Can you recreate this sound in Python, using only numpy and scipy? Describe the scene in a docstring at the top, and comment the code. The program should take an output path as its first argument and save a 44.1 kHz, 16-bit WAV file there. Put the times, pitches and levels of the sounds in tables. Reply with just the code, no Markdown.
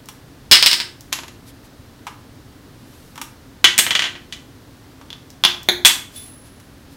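"""A quiet living room: a budgerigar rummages in a plastic tub on a glass table.
Claws tick, feathers brush, the beak knocks small plastic toys about. Three are tossed out, the second
a cap that wobbles to rest; they bounce and rattle, and the last sets a bit of metal ringing.
Each contact is a crack plus a shell buzz, heard with the modes of the glass top and the room.
The hardest blows overload the microphone."""
import sys
import numpy as np
from scipy import signal
from scipy.fft import rfft, irfft
from scipy.io import wavfile
from scipy.ndimage import uniform_filter1d

SR = 44100
rng = np.random.default_rng(int(sys.argv[2]) if len(sys.argv) > 2 else 0)


def unload_wav(signal):
    """Save mono or channel-first audio to the path in sys.argv[1] as 16-bit WAV at rate SR, clipped to [-1, 1]."""
    wavfile.write(
        sys.argv[1],
        SR,
        np.round(np.clip(np.atleast_2d(signal).T, -1, 1) * 32767).astype(np.int16),
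    )


N = 306936


def from_db(db):
    """Decibels to gain."""
    return 10 ** (np.asarray(db) / 20)


def unit_energy(x):
    """Scale to a sum of squares of one."""
    return x / np.sqrt(np.sum(x ** 2) + 1e-20)


def bin_hz(size):
    """Real FFT bin frequencies, floored at 1 Hz."""
    return np.maximum(np.arange(size // 2 + 1) * SR / size, 1)


def at_hz(points, hz):
    """Interpolate a table over log frequency."""
    known_hz, values = np.transpose(points)
    return np.interp(np.log(hz), np.log(known_hz), values)


def add(out, start_s, sound):
    """Mix a sound in at start_s."""
    start = round(start_s * SR)
    out[start:start + len(sound)] += sound[:N - start]


def noise(spectrum):
    """Steady coloured noise, unit rms."""
    coloured = rfft(rng.standard_normal(N)) * from_db(at_hz(spectrum, bin_hz(N)))
    return unit_energy(irfft(coloured, N)) * np.sqrt(N)


def resonate(x, hz, width_hz):
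    """Two-pole resonance, unit peak gain."""
    radius = np.exp(-np.pi * width_hz / SR)
    feedforward = np.array([1, 0, -1]) * (1 - radius ** 2) / 2
    feedback = [1, -2 * radius * np.cos(2 * np.pi * hz / SR), radius ** 2]
    return signal.lfilter(feedforward, feedback, x + 1e-18)


def ringing(x, modes):
    """A sound plus the narrow modes it excites."""
    return x + sum(from_db(db) * resonate(x, hz, width_hz) for hz, width_hz, db in modes)


def causal_click(gain_db):
    """Minimum-phase click with this spectrum: silent before the strike."""
    cepstrum = irfft(np.log(from_db(gain_db)))
    half = len(cepstrum) // 2
    folded = 2 * cepstrum[:half] * (np.arange(half) > 0)
    return irfft(np.exp(rfft(folded, len(cepstrum))))


def blows(hits, spectrum, crack_t60_s, buzz_db, buzz_t60_s):
    """Contacts: a short crack and a dying thin-shell buzz, coloured by the body's dense, damped modes."""
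    out, size = np.zeros(N), 4096
    t, hz = np.arange(size) / SR, bin_hz(size)
    octaves = np.log2(np.maximum(hz, 700))  # no tilt below 700 Hz
    crack = unit_energy(from_db(-60 * t / crack_t60_s))
    buzz = from_db(buzz_db) * unit_energy(from_db(-60 * t / buzz_t60_s))
    for start_s, db, tilt in hits:
        contact = (crack + buzz) * rng.choice([-1, 1], size)
        # flatten the noise's broad lumps so only its fine grain varies
        lumps_db = 10 * np.log10(uniform_filter1d(np.abs(rfft(contact)) ** 2, size=24))
        click = causal_click(at_hz(spectrum, hz) + tilt * octaves - lumps_db)
        blow = unit_energy(signal.fftconvolve(contact, click))
        add(out, start_s, from_db(db) * blow * np.sqrt(SR * .005))  # level as rms over 5 ms
    return out


def chatter(landings, rebound_s):
    """Four quick contacts per landing, each weaker than the last."""
    return [(start_s + k * rebound_s, db - k * loss_db, tilt)
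            for start_s, db, tilt, loss_db in landings for k in range(4)]


# Room noise. Each row: frequency in Hz, relative level in dB.
AMBIENCE_SPECTRUM = [(12, -37), (20, -10), (74, -1), (130, 0.5), (198, -8), (270, 0.5), (337, -8.5),
                     (367, -9), (698, -16), (1710, -19.5), (2320, -24), (4300, -24), (7520, -31),
                     (14700, -33.5), (16000, -34)]
# Appliance hum. Each row: frequency in Hz, relative level in dB.
HUM_TONES = [(59.2, -58.5), (91.5, -55), (118.4, -55.5), (279.9, -61.5)]


def background():
    """Low room noise and the faint hum of household appliances."""
    t = np.arange(N) / SR
    hum = sum(from_db(db) * np.sqrt(2) * np.sin(2 * np.pi * (hz * t + rng.random()))
              for hz, db in HUM_TONES)
    return from_db(-44) * noise(AMBIENCE_SPECTRUM) + from_db(-8) * hum


# Claw contacts. Each row: start in seconds, level in dB, tilt in dB/octave.
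CLAW_HITS = [(.058, -43, 1), (1.0086, -37, 0.5), (5.3034, -40.5, -3.5), (5.6312, -36, 2)]
# Tick colour. Each row: frequency in Hz, gain in dB.
CLAW_SPECTRUM = [(500, -31), (3000, -15.5), (5500, 1), (8000, -5.5), (11000, -10), (16000, -6)]


def claw_ticks():
    """Claws shift on the rim."""
    return blows(CLAW_HITS, CLAW_SPECTRUM, crack_t60_s=.0062, buzz_db=-6.5, buzz_t60_s=.03)


# Pecks. Each row: start in seconds, level in dB, tilt in dB/octave, loss per rebound in dB.
PECK_HITS = [(.0872, -32, 4.5, 12.5), (2.068, -28, -0.6, 4.5), (3.157, -39, 3.5, 17),
             (3.1777, -31.5, 1, 18.5), (3.2151, -25, 4, 14), (5.013, -42, 0, 15), (6.6, -46.5, 4, 10)]
# Peck colour. Each row: frequency in Hz, gain in dB.
PECK_SPECTRUM = [(200, -21), (600, -11), (900, 4), (1200, 2.5), (1700, -4.5), (2400, -6), (3400, -6),
                 (4600, -15), (5700, -13), (7500, -14.5), (11500, -22), (16000, -26)]
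# Tub resonances. Each row: frequency in Hz, width in Hz, gain in dB.
TUB_MODES = [(880, 90, 0.5), (1200, 78, -3), (2270, 83, -4), (5600, 130, 5.5), (11610, 330, 0.5)]


def pecks():
    """The beak knocks toys about; the tub rings."""
    hits = chatter(PECK_HITS, rebound_s=.0055)
    knocks = blows(hits, PECK_SPECTRUM, crack_t60_s=.019, buzz_db=-3.5, buzz_t60_s=.05)
    return ringing(knocks, TUB_MODES)


# Landings. Each row: start in seconds, level in dB, tilt in dB/octave, loss per rebound in dB.
FIRST_TOY_HITS = [(.513, 2.5, .5, 0.7), (.555, -9.5, 0, 6.5), (.6262, -4.5, -0.1, 9), (.6609, -2, 1.3, 4.5),
                  (.7134, -11, 1.5, 22.5), (.7307, -10.5, 1.2, 4), (.8015, -18, -1, 3.5)]
# Shell colour. Each row: frequency in Hz, gain in dB.
FIRST_TOY_SPECTRUM = [(150, -24.5), (330, -20.5), (600, -16), (950, -16), (1250, -9.5), (1900, -4.5),
                      (3200, -1), (4200, 0), (5250, 2), (5900, -11.5), (7000, -13.5), (7600, -12.5),
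                      (9400, -13), (10300, -23.5), (16000, -23.5)]
# Shell resonances. Each row: frequency in Hz, width in Hz, gain in dB.
FIRST_TOY_MODES = [(967, 51, 4.5), (3512, 20, -2), (4820, 21, -4.5), (5270, 24, -5.5), (5270, 24.4, 1),
                   (7920, 50, 0.5)]


def first_toy():
    """A tossed toy bounces, chattering from edge to edge at each landing."""
    hits = chatter(FIRST_TOY_HITS, rebound_s=.006)
    rattle = blows(hits, FIRST_TOY_SPECTRUM, crack_t60_s=.009, buzz_db=-7.5, buzz_t60_s=.078)
    return ringing(rattle, FIRST_TOY_MODES)


# Tumble contacts. Each row: start in seconds, level in dB, tilt in dB/octave.
TUMBLE_HITS = [(1.1235, -33, 0), (1.1275, -14.5, 1.7), (1.156, -30, -.18), (1.188, -28, -2.2),
               (1.2345, -33, -3), (1.281, -35.5, 0.7)]
# Tub colour. Each row: frequency in Hz, gain in dB.
TUB_SPECTRUM = [(200, -9), (500, -10), (950, 4.5), (1400, -1), (2000, 2), (3300, 3), (5000, -1.5),
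                (7000, -0.5), (8500, -12.5), (11500, -7.5), (16000, -26)]


def tumble():
    """A toy falls back into the tub and over the others."""
    return blows(TUMBLE_HITS, TUB_SPECTRUM, crack_t60_s=.034, buzz_db=2, buzz_t60_s=.025)


# Rustles. Each row: centre in seconds, Gaussian sigma in seconds, level in dB.
RUSTLES = [(1.488, .016, -46), (1.653, .012, -51.5), (2.994, 0.14, -54.5), (6.167, .018, -45.5),
           (6.218, 0.068, -46.5), (6.471, 0.018, -52), (6.93, 0.016, -53)]
# Hiss colour. Each row: frequency in Hz, gain in dB.
FEATHER_SPECTRUM = [(500, -13), (3500, 4.5), (7000, 0), (13000, 1.5), (16000, -12)]


def feathers():
    """Feathers brush in soft swells of hiss as the bird turns and ducks."""
    t = np.arange(N) / SR
    swells = sum(from_db(db) * np.exp(-.5 * ((t - centre_s) / sigma_s) ** 2)
                 for centre_s, sigma_s, db in RUSTLES)
    return noise(FEATHER_SPECTRUM) * swells


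# Landings. Each row: start in seconds, level in dB, tilt in dB/octave, loss per rebound in dB.
CAP_HITS = [(3.6425, -1.5, 0.14, 6.6), (3.7885, -12.5, -4, 21), (3.8657, -17, -3, 18),
            (3.9073, -12.5, -.4, 24), (4.153, -34.5, -4.5, 4.4), (4.3245, -27, 2.6, 9.4)]
# First wobble touch: start in seconds, level in dB, tilt in dB/octave.
WOBBLE_START = (3.9515, -10.5, -0.25)
# Cap colour. Each row: frequency in Hz, gain in dB.
CAP_SPECTRUM = [(150, -19), (350, -21.5), (500, -17.5), (1200, -10), (1900, -4), (2600, -3), (3200, -1.5),
                (3800, -5.5), (5000, -11.5), (6800, -12), (8000, -19.5), (11000, -27.5), (16000, -38)]
# Cap resonances. Each row: frequency in Hz, width in Hz, gain in dB.
CAP_MODES = [(1960, 56, 0.9), (3062, 110, 1.4), (3363, 70, 1.6)]


def cap(first_gap_s=.0415, gap_ratio=.68, loss_db=3, dulling_db_per_octave=.37):
    """A cap bounces, then wobbles: touches come sooner, softer and duller as it loses energy."""
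    start_s, db, tilt = WOBBLE_START
    touch = np.arange(7)
    gaps_s = first_gap_s * gap_ratio ** touch
    starts_s = start_s + np.cumsum(gaps_s) - gaps_s
    wobble = zip(starts_s, db - loss_db * touch, tilt - dulling_db_per_octave * touch)
    hits = chatter(CAP_HITS, rebound_s=.0059) + list(wobble)
    rattle = blows(hits, CAP_SPECTRUM, crack_t60_s=.014, buzz_db=4, buzz_t60_s=.085)
    return ringing(rattle, CAP_MODES)


# Clacks. Each row: start in seconds, level in dB, tilt in dB/octave, loss per rebound in dB.
RIM_HITS = [(3.7794, -8.5, .4, 14), (3.788, -3, 1, 23), (5.855, -2.5, .3, 4.2)]
# Rim colour. Each row: frequency in Hz, gain in dB.
RIM_SPECTRUM = [(200, -22.5), (1000, -16.5), (2000, 2.5), (5000, -3), (6500, -1), (8500, 3.5), (10000, -7),
                (12000, -4), (16000, -14)]


def rim_clacks():
    """Hard, bright rim contacts amid the bounces."""
    hits = chatter(RIM_HITS, rebound_s=.0085)
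    return blows(hits, RIM_SPECTRUM, crack_t60_s=.0069, buzz_db=0, buzz_t60_s=.057)


# Contacts. Each row: start in seconds, level in dB, tilt in dB/octave, loss per rebound in dB.
LAST_TOY_HITS = [(5.104, -32.5, 1.3, 15), (5.129, -32, 0.46, 16), (5.438, -8.5, 0, 14),
                 (5.4502, -2.5, 0, 25), (5.849, -.5, 1.35, 4), (5.899, -14.5, 1.7, 8.4)]
# Shell colour. Each row: frequency in Hz, gain in dB.
LAST_TOY_SPECTRUM = [(150, -19.5), (500, -18), (950, -4.5), (1300, -7.5), (2300, -7.5), (3050, 0),
                     (3450, 6.5), (3850, -3), (5500, -9), (7200, -16.5), (8500, -25.5), (11000, -22.5),
                     (16000, -29.5)]
# Shell resonances. Each row: frequency in Hz, width in Hz, gain in dB.
LAST_TOY_MODES = [(3200, 38, -9.5), (3450, 14, 0.5), (3430, 24, -5), (11100, 65, 6)]


def last_toy():
    """A toy taps faintly, then bounces hard; its shell rings."""
    hits = chatter(LAST_TOY_HITS, rebound_s=.0075)
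    rattle = blows(hits, LAST_TOY_SPECTRUM, crack_t60_s=.011, buzz_db=-8, buzz_t60_s=.021)
    return ringing(rattle, LAST_TOY_MODES)


# Flat landing. Each row: start in seconds, level in dB, tilt in dB/octave, loss per rebound in dB.
FLAT_HITS = [(5.6874, -6.5, 0.0016, 8)]
# Knock colour, broad humps and deep valleys. Each row: frequency in Hz, gain in dB.
FLAT_SPECTRUM = [(150, -14.5), (350, -11), (700, -5.5), (1130, -17), (1600, -9), (2250, -4), (2850, -25),
                 (3450, 2.5), (4200, -4.5), (5100, -30), (6450, -14), (8100, -34), (10500, -20.5),
                 (16000, -27.5)]


def flat_knock():
    """A toy lands flat with a hollow knock."""
    hits = chatter(FLAT_HITS, rebound_s=.005)
    return blows(hits, FLAT_SPECTRUM, crack_t60_s=.012, buzz_db=-4.5, buzz_t60_s=.045)


# Touches. Each row: start in seconds, level in dB.
METAL_HITS = [(6.161, -35.5)]
# Metal partials. 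Each row: frequency in Hz, relative level in dB, T60 in seconds.
METAL_MODES = [(3472, -1, 0.34), (10020, -7.5, 1), (10070, 0.5, 1), (15280, -8, 0.8)]


def metal_ring():
    """Thin metal, lightly touched, rings high; two close modes beat."""
    out, t = np.zeros(N), np.arange(SR) / SR
    ring = sum(from_db(db - 60 * t / t60_s) * np.sin(2 * np.pi * hz * t) for hz, db, t60_s in METAL_MODES)
    for start_s, db in METAL_HITS:
        add(out, start_s, from_db(db) * ring)
    return out


# Furniture echoes. Each row: delay in seconds, level in dB re the tail.
ECHOES = [(.0056, -12), (.0095, -9.5), (0.031, -18.5), (0.039, -16.5)]
# Tail decay. Each row: frequency in Hz, T60 in seconds.
ROOM_T60 = [(200, 0.65), (530, .38), (1400, 0.41), (3700, 0.32), (9000, 0.35), (16000, 0.33)]


def room(x, build_s=.0025):
    """Reflections only: early echoes and a diffuse tail whose treble dies first."""
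    t, centres_hz = np.arange(SR) / SR, np.geomspace(125, 16000, 8)
    white, tail = rfft(rng.standard_normal(SR)), 0
    for hz, share in zip(centres_hz, np.eye(len(centres_hz))):
        band_gain = np.interp(np.log(bin_hz(SR)), np.log(centres_hz), share)
        tail += irfft(white * band_gain, SR) * from_db(-60 * t / at_hz(ROOM_T60, hz))
    response = unit_energy(tail * (1 - np.exp(-t / build_s)))
    for delay_s, db in ECHOES:
        response[round(delay_s * SR)] += from_db(db)
    return signal.fftconvolve(x, response)[:N]


# Table-top resonances. Each row: frequency in Hz, width in Hz, gain in dB.
GLASS_MODES = [(198, 25, -1), (354.1, 6.7, 14), (625, 6.8, 5), (933, 7.3, -5.5), (1545, 16, -6),
               (1998, 10, 0), (2400, 18, -0.5), (2867, 16, -10.5), (2968, 71, -10.5), (3404, 26, 0.5),
               (3730, 16, -3.5), (4080, 16, -10.5), (6730, 13, -3.5), (7240, 20, -5.5)]


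def glass_top(x):
    """The glass rings on after each blow."""
    return ringing(x, GLASS_MODES)


def scene(low_cut_hz=130):
    """Blows through room and table, plus metal, feathers and background; mono."""
    first, last = first_toy(), last_toy()
    clatter = cap() + rim_clacks() + flat_knock()
    tub = tumble() + pecks() + claw_ticks()
    direct = first + clatter + last + tub
    scattered = from_db(-5) * (first + clatter) + from_db(-5.5) * (last + tub)
    impacts = glass_top(direct + room(scattered))
    # small objects radiate little bass
    low_cut = signal.butter(2, low_cut_hz, "high", fs=SR, output="sos")
    return (signal.sosfilt(low_cut, impacts) + metal_ring() + feathers() + background())[None]


def record(dry, cutoff_hz=15950):
    """Microphone overload: clip at full scale, then a steep low-pass."""
    low_pass = signal.butter(30, cutoff_hz, fs=SR, output="sos")
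    return signal.sosfiltfilt(low_pass, np.clip(dry, -1, 1))


dry = scene()
out = record(dry)
unload_wav(out)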